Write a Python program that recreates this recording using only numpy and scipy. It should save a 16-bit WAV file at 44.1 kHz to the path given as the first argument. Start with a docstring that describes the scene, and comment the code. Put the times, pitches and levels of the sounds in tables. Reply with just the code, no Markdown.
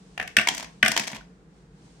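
"""On a table in a small room, two hard plastic dice drop one after the other down a plastic tower.
Each die knocks on baffles in the tube, booms the hollow base, then clacks into the tray among other dice.
A blow is a short burst of shaped noise plus fading sine waves; most of it also gets an echoing room tail.
Tumbling dice make small uneven ticks. Hum, room air and hiss are steady noises, each with its own colour;
only the hiss drifts in level."""
import sys
import numpy as np
from scipy import signal
from scipy.fft import rfft, irfft
from scipy.io import wavfile
from scipy.ndimage import uniform_filter1d

SR = 44100
rng = np.random.default_rng(int(sys.argv[2]) if len(sys.argv) > 2 else 0)


def transcribe(signal):
    """Save signal, clipped to [-1, 1], as a 16-bit WAV file at the path in sys.argv[1]."""
    frames = np.atleast_2d(signal).T
    limited = np.clip(frames, -1, 1)
    pcm = np.round(limited * 32767).astype(np.int16)
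    wavfile.write(sys.argv[1], SR, pcm)


N = 88200  # samples: two seconds


def amp(db):
    """Turn decibels into a gain."""
    return 10 ** (np.asarray(db) / 20)


def unit(x):
    """Scale to an average strength (rms) of 1."""
    return x / np.sqrt(np.mean(x ** 2) + 1e-20)


def along(points, hz):
    """Read a curve of (pitch, value) points, with pitch on a log axis."""
    point_hz, values = np.transpose(points)
    return np.interp(np.log(hz + 1), np.log(point_hz + 1), values)


def clock():
    """Time in seconds over the half second in which a blow dies away."""
    return np.arange(SR // 2) / SR


def add(track, start_s, sound):
    """Mix a sound into the track at its start time."""
    i = max(round(start_s * SR), 0)
    track[:, i:i + sound.shape[-1]] += sound[..., :N - i]


def filtered(x, response):
    """Multiply the spectrum of x by a gain that depends on frequency."""
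    padded = 2 * x.shape[-1]
    spectrum = rfft(x, padded) * response(np.fft.rfftfreq(padded, 1 / SR))
    return irfft(spectrum, padded)[..., :padded // 2]


def causal(gain):
    """Give a gain curve the phase that makes it ring only after the blow (minimum phase)."""
    cepstrum = irfft(np.log(np.maximum(gain, 1e-6)))
    half = len(cepstrum) // 2
    cepstrum[1:half] *= 2
    cepstrum[half + 1:] = 0
    return np.exp(rfft(cepstrum))


def spread(pair, width):
    """Make left and right from a middle and a side signal."""
    middle, side = pair[0], width * pair[1]
    return np.array([middle + side, middle - side]) / np.sqrt(1 + width ** 2)


def coloured_noise(colour, width):
    """Steady stereo noise with the given colour, at rms 1."""
    noise = filtered(rng.standard_normal((2, N)), lambda hz: amp(along(colour, hz)))
    return unit(spread(noise, width))


# colour of the low indoor hum: pitch_hz, relative_level_db
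HUM_COLOUR = [(22, -24.5), (50, 1), (76, -14.5), (112, -20.5), (128, -4), (184, 1.5), (227, -14),
              (263, -11.5), (401, -15.5), (465, -10), (549, -24.5), (900, -30), (1170, -57.5), (1980, -120)]
HUM_DB, HUM_WIDTH = -52.5, .11  # level in dB; side over middle


def hum():
    """Low indoor hum: noise gathered around a few low pitches, nearly the same in both ears."""
    return amp(HUM_DB) * coloured_noise(HUM_COLOUR, HUM_WIDTH)


# colour of the steady room air: pitch_hz, relative_level_db
ROOM_AIR_COLOUR = [(400, -6), (800, -9), (1500, -8), (2200, -14.5), (9000, -42)]
ROOM_AIR_DB = -65


def room_air():
    """Steady wide noise of the room air, weaker towards the treble."""
    return amp(ROOM_AIR_DB) * coloured_noise(ROOM_AIR_COLOUR, width=1.0)


# colour of the faint hiss: pitch_hz, relative_level_db
HISS_COLOUR = [(400, -13.5), (700, -0.5), (1500, -13), (4150, -10.5), (7300, -13), (9100, -15.5),
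               (11000, -33.5), (13500, -43.5), (16000, -39.5)]
# how the hiss drifts: time_s, level_db
HISS_DRIFT = [(0, -62), (0.749, -62), (1.3, -69), (1.478, -72.5), (1.581, -65.5), (1.699, -71),
              (1.851, -60.5), (2, -62.5)]


def hiss():
    """Faint wide noise whose level slides between the points of its drift table."""
    level_db = np.interp(np.arange(N) / SR, *np.transpose(HISS_DRIFT))
    return amp(level_db) * coloured_noise(HISS_COLOUR, width=1.0)


# how long the room tail takes to fall by 60 dB: pitch_hz, fall_time_s
ROOM_FALL = [(150, 0.41), (500, 0.31), (2000, 0.28), (7000, 0.26), (14000, 0.27)]
# strength of the room tail: pitch_hz, level_db
ROOM_STRENGTH = [(150, 5.5), (700, 0), (2000, -4), (6000, -4.5), (14000, -15)]
ROOM_RISE_S, ROOM_WIDTH = 0.0074, 0.89  # build-up time of the tail in s; side over middle


def in_room(x):
    """Add a small room's answer: x convolved with noise that fades at its own rate at each pitch."""
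    t = clock()
    hz, time_s, noise = signal.stft(rng.standard_normal((2, len(t))), SR, nperseg=256)
    fall_s = along(ROOM_FALL, hz)[:, None]
    fade = amp(along(ROOM_STRENGTH, hz)[:, None] - 60 * time_s / fall_s)
    fade = fade * np.sqrt(2 * np.log(1000) / (fall_s * SR))  # a longer tail is not a stronger one
    tail = signal.istft(noise * fade, SR, nperseg=256)[1][:, :len(t)]
    tail = tail * (1 - np.exp(-(t / ROOM_RISE_S) ** 2))
    return x + signal.fftconvolve(x, spread(tail, ROOM_WIDTH), axes=1)[:, :x.shape[1]]


def ring(modes, rise_s, width=0.079, detune=0):
    """Fading sine waves (modes); level and phase vary by blow, phase by ear, pitch by the detune share."""
    t, out = clock(), 0
    for pitch_hz, level_db, fall_s in modes:
        phase = rng.uniform(0, 2 * np.pi) + width * rng.standard_normal((2, 1))
        pitch = pitch_hz * (1 + detune * rng.standard_normal())
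        level = amp(level_db + rng.normal(0, 1) - 60 * t / fall_s)
        out = out + level * np.sin(2 * np.pi * pitch * t + phase)
    return out * (1 - np.exp(-t / rise_s))


CONTACT_RISE_S, CONTACT_HOLD_S = 0.00039, 0.0031


def burst(fall_s, hold_s):
    """Loudness shape of a contact: a quick rise, a short hold and a steep fall (60 dB in fall_s)."""
    t = clock()
    return (1 - np.exp(-t / CONTACT_RISE_S)) * amp(-60 * np.maximum(t - hold_s, 0) / fall_s)


# stereo width of a contact: pitch_hz, side_over_middle
CONTACT_WIDTH = [(100, .1), (300, 0.12), (1000, 0.74), (2500, 0.7), (4500, 1), (14000, 0.98)]
# how much stronger a contact is on the left than on the right: pitch_hz, difference_db
CONTACT_LEAN = [(700, -1.5), (1500, 4), (2500, -0.5), (4000, 3.5), (5500, 8.5), (8000, 2), (14000, -2)]
CONTACT_FALL_S = 0.017  # the clatter between close walls
TREBLE_HZ = 4180  # the treble level acts above about here


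def contact(colour, treble_db, hold_s):
    """Dense echoes between plastic walls: a brief noise burst in the colour of the struck part."""
    t, shape = clock(), burst(CONTACT_FALL_S, hold_s)
    early = t < t[-1] / 2  # drops what wraps round from the spectrum steps
    spectrum = rfft(rng.standard_normal((2, len(t))) * shape)
    # even out the broad bumps of the noise before colouring it
    power = uniform_filter1d(np.abs(spectrum) ** 2, size=200, axis=1)
    even = irfft(spectrum / np.sqrt(np.abs(power) + 1e-12)) * early
    hz = np.fft.rfftfreq(len(t), 1 / SR)
    stereo = spread(rfft(even), along(CONTACT_WIDTH, hz))
    stereo = stereo * amp(along(CONTACT_LEAN, hz) * np.array([[.5], [-.5]]))
    treble = hz ** 4 / (hz ** 4 + TREBLE_HZ ** 4)
    gain = unit(amp(along(colour, hz))) * amp(treble_db * treble)
    return irfft(stereo * causal(gain)) * early * np.linalg.norm(shape)


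SPOT_FALL_S = .009


def spot(pitch_hz, width=0.31):
    """The struck spot sings its own pitch very briefly, slightly out of step between the ears."""
    phase = rng.uniform(0, 2 * np.pi) + width * np.array([[1], [-1]])
    wave = np.sin(2 * np.pi * pitch_hz * clock() + phase)
    return np.sqrt(2) * burst(SPOT_FALL_S, CONTACT_HOLD_S) * wave


RING_RISE_S, WALL_RISE_S = 0.00069, 0.0008
DETUNE = .012  # typical share by which a part's pitches shift as the die leans on it
SPOT_ROOM = .45  # share of the spot's ring that reaches the room; the rest is heard only direct


def strikes(rows, colour, modes, wall):
    """Each blow: a contact, a ring of the spot, a hollow wall knock and the modes of the whole part."""
    out = np.zeros((2, N))
    for start_s, level_db, ring_hz, ring_db, treble_db, wall_db in rows:
        knock = 2 * amp(wall_db) * ring(wall, WALL_RISE_S, detune=DETUNE)
        ping = amp(ring_db) * spot(ring_hz)
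        clack = contact(colour, treble_db, CONTACT_HOLD_S)
        blow = in_room(clack + knock + SPOT_ROOM * ping) + (1 - SPOT_ROOM) * ping
        whole_part = ring(modes, RING_RISE_S, detune=DETUNE)
        add(out, start_s, amp(level_db) * (blow + whole_part))
    return out


# ringing of the table: pitch_hz, level_db, fall_time_s (to fall 60 dB)
TABLE_RING = [(50.6, 0.00079, 0.21)]
THUD_S, THUD_DB = 1.165, -40.5  # start in s; level in dB
BOOM_RISE_S = 0.009  # swell of the thud and of the booms


def table_thud():
    """The table gives one soft low thud as the dice settle."""
    out = np.zeros((2, N))
    add(out, THUD_S, amp(THUD_DB) * ring(TABLE_RING, BOOM_RISE_S, width=.05))
    return out


# booms of the hollow base: start_s, level_db
BASE_BOOMS = [(0.202, -42), (0.372, -28), (0.493, -43), (0.829, -27.5), (0.884, -30), (.992, -36),
              (1.129, -38)]
# ringing of the hollow base: pitch_hz, level_db, fall_time_s (to fall 60 dB)
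BASE_RING = [(81.5, -10.5, 0.074), (135, -0.5, 0.12), (215, 7, 0.133), (286, -1.5, 0.1)]


def base_booms():
    """The hollow base swells and booms at a few low pitches."""
    out = np.zeros((2, N))
    for start_s, level_db in BASE_BOOMS:
        add(out, start_s, amp(level_db) * ring(BASE_RING, BOOM_RISE_S, width=0.041))
    return out


# a die tumbles down the ramp or rolls out in the tray: start_s, end_s, level_db
TUMBLES = [(0.496, 0.66, -31.5), (0.878, 0.947, -46), (1.001, 1.17, -28.5)]
# colour of a blow on the tray, for ticks and clacks: pitch_hz, relative_level_db
TRAY_COLOUR = [(100, -40), (260, -4.5), (480, -15), (1250, -10.5), (1900, 1), (3200, -3), (4100, -5),
               (6200, -3.5), (8500, -8.5), (10200, -17), (11800, -12), (13700, -32), (15800, -25)]
# ringing of the whole tray, for ticks and clacks: pitch_hz, level_db, fall_time_s (to fall 60 dB)
TRAY_RING = [(664, -21, 0.07), (1086, -29, .22), (2250, -19, .08), (3250, -17, 0.05)]
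TICKS_PER_S, TICK_SCATTER_DB = 70, 3.5


def rolling():
    """Small, short, uneven ticks as a die tumbles on its edges."""
    out = np.zeros((2, N))
    for start_s, end_s, level_db in TUMBLES:
        count = max(int((end_s - start_s) * TICKS_PER_S), 1)
        for k in range(count):
            share = (k + rng.random()) / count  # how far through the roll
            tick = contact(TRAY_COLOUR, treble_db=-6.5, hold_s=0)
            tick = tick + ring(TRAY_RING, RING_RISE_S, detune=DETUNE)
            tick_db = level_db + rng.normal(0, TICK_SCATTER_DB)
            add(out, start_s + share * (end_s - start_s), amp(tick_db) * tick)
    return in_room(out)


# light taps: start_s, level_db, ring_hz, ring_db, treble_db, wall_knock_db (before doubling)
MOUTH_TAPS = [(.1768, -28.5, 2850, -6, 0.5, -3.5), (.1980, -22, 1790, -4, -6, -11),
              (.2128, -31.5, 1830, 2.5, -1.5, -9.5), (.2264, -35.5, 1730, 3.5, 7.5, -2.5),
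              (.2758, -33.5, 2280, -8, 10, -18)]
# colour of a blow on the rim: pitch_hz, relative_level_db
RIM_COLOUR = [(150, -16.5), (1000, -14.5), (1800, -1.5), (2700, -2.5), (4000, -18), (7000, -23),
              (12000, -28.5), (16000, -51.5)]
# ringing of the whole rim: pitch_hz, level_db, fall_time_s (to fall 60 dB)
RIM_RING = [(760, -16.5, 0.07), (1720, -19, 0.15)]
# hollow knock at the mouth: pitch_hz, level_db, fall_time_s (to fall 60 dB)
RIM_KNOCK = [(742, 0, 0.028)]


def rim_taps():
    """Light taps of a die on the rim at the mouth of the tube, which rings briefly."""
    return strikes(MOUTH_TAPS, RIM_COLOUR, RIM_RING, RIM_KNOCK)


# knocks in the tube: start_s, level_db, ring_hz, ring_db, treble_db, wall_knock_db (before doubling)
TUBE_KNOCKS = [(.3670, -9.5, 1790, -8, 4.5, -29), (.3854, -18, 2680, 7.5, 1.5, -17.5),
               (.3945, -25.5, 2200, 3.5, 2.5, 0), (.4130, -27.5, 2340, 0.5, 5, -8),
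               (.8276, -7, 1886, -8.5, -7, -24), (.8478, -23.5, 2360, -7, 6, -11),
               (.8602, -14.5, 2020, -14, 1.5, -9.5), (.8800, -19, 3190, -6, 13.5, -12),
               (.9390, -34, 1720, -5, -9, -10)]
# colour of a blow inside the tube: pitch_hz, relative_level_db
TUBE_COLOUR = [(100, -27.5), (300, -20), (1270, -27.5), (1480, 0), (2600, -5.5), (3300, -7), (4100, -19),
               (5500, -17.5), (6900, -25), (8500, -19), (10300, -34), (12000, -24.5), (13700, -48.5),
               (16000, -40)]
# ringing of the whole tube: pitch_hz, level_db, fall_time_s (to fall 60 dB)
TUBE_RING = [(647, -28, 0.48), (1158.4, -25.5, 0.18), (1449.4, -17.5, 0.13), (1624, -30.5, 0.12),
             (1872, -24, 0.45), (2295, -15, 0.077), (2500, -26.5, 0.17), (2480, -21, 0.2),
             (2540, -25.5, 0.091)]
# hollow knock of the tube wall: pitch_hz, level_db, fall_time_s (to fall 60 dB)
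TUBE_KNOCK = [(707, -2.5, 0.038), (1190, -4, .03)]


def baffle_knocks():
    """Dice hit the baffles and set the plastic tube ringing."""
    return strikes(TUBE_KNOCKS, TUBE_COLOUR, TUBE_RING, TUBE_KNOCK)


# clacks in the tray and against resting dice:
# start_s, level_db, ring_hz, ring_db, treble_db, wall_knock_db (before doubling)
CLACKS = [(.4722, -17, 2206, -1, -4.5, -6), (.4858, -16.5, 3200, 0.5, 1, -9),
          (.5473, -34.5, 3340, -7.5, 8, -24), (.5675, -40, 1650, -15, 5, -6),
          (.5783, -30.5, 3264, -16, 5, -18), (.5970, -32, 1580, -25, -1, -4), (.6268, -36, 1500, -9, 2, 0),
          (.6433, -35, 1098, -15, -8, -13.5), (.9166, -23.5, 1910, -5.5, 5.5, -5.5),
          (.9642, -17.5, 3160, -5, -4, -6.5), (.9750, -15.5, 3200, -6, -1.5, -8.5),
          (.9956, -24.5, 2560, 0.5, 3.5, -37), (1.0378, -53, 3200, -2, 19, -22),
          (1.0738, -33, 2440, -9.5, 4.5, -5), (1.0776, -29, 3230, -5, 1, -5),
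          (1.1160, -41.5, 2320, -14, 5.5, 4), (1.1300, -28, 2410, -14.5, -34, -9),
          (1.1465, -38.5, 2460, 0, -0.5, -5), (1.1595, -38.5, 2230, -17, -3, 1.5),
          (1.2100, -55, 1503, 10.5, -5, -1)]
# hollow knock of the tray floor: pitch_hz, level_db, fall_time_s (to fall 60 dB)
TRAY_KNOCK = [(720, -0.5, 0.012), (950, 0, .018)]


def tray_clacks():
    """Dice clack on the tray floor and on resting dice, over short tray ringing."""
    return strikes(CLACKS, TRAY_COLOUR, TRAY_RING, TRAY_KNOCK)


def scene():
    """Add up the dice in the tower and tray, the base and table under them, and the background."""
    tower = rim_taps() + baffle_knocks()
    tray = tray_clacks() + rolling()
    underneath = base_booms() + table_thud()
    background = hum() + room_air() + hiss()
    return tower + tray + underneath + background


RUMBLE_CUT_HZ, TOP_HZ = 41, 16300


def record(dry):
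    """The recorder rounds off the highest peaks, cuts deep rumble and falls off steeply above its top."""
    rounded = dry / (1 + np.abs(dry) ** 6) ** (1 / 6)
    low_cut = signal.butter(4, RUMBLE_CUT_HZ, "highpass", fs=SR, output="sos")
    without_rumble = signal.sosfilt(low_cut, rounded)
    return filtered(without_rumble, lambda hz: 1 / np.sqrt(1 + (hz / TOP_HZ) ** 160))


dry = scene()
out = record(dry)
transcribe(out)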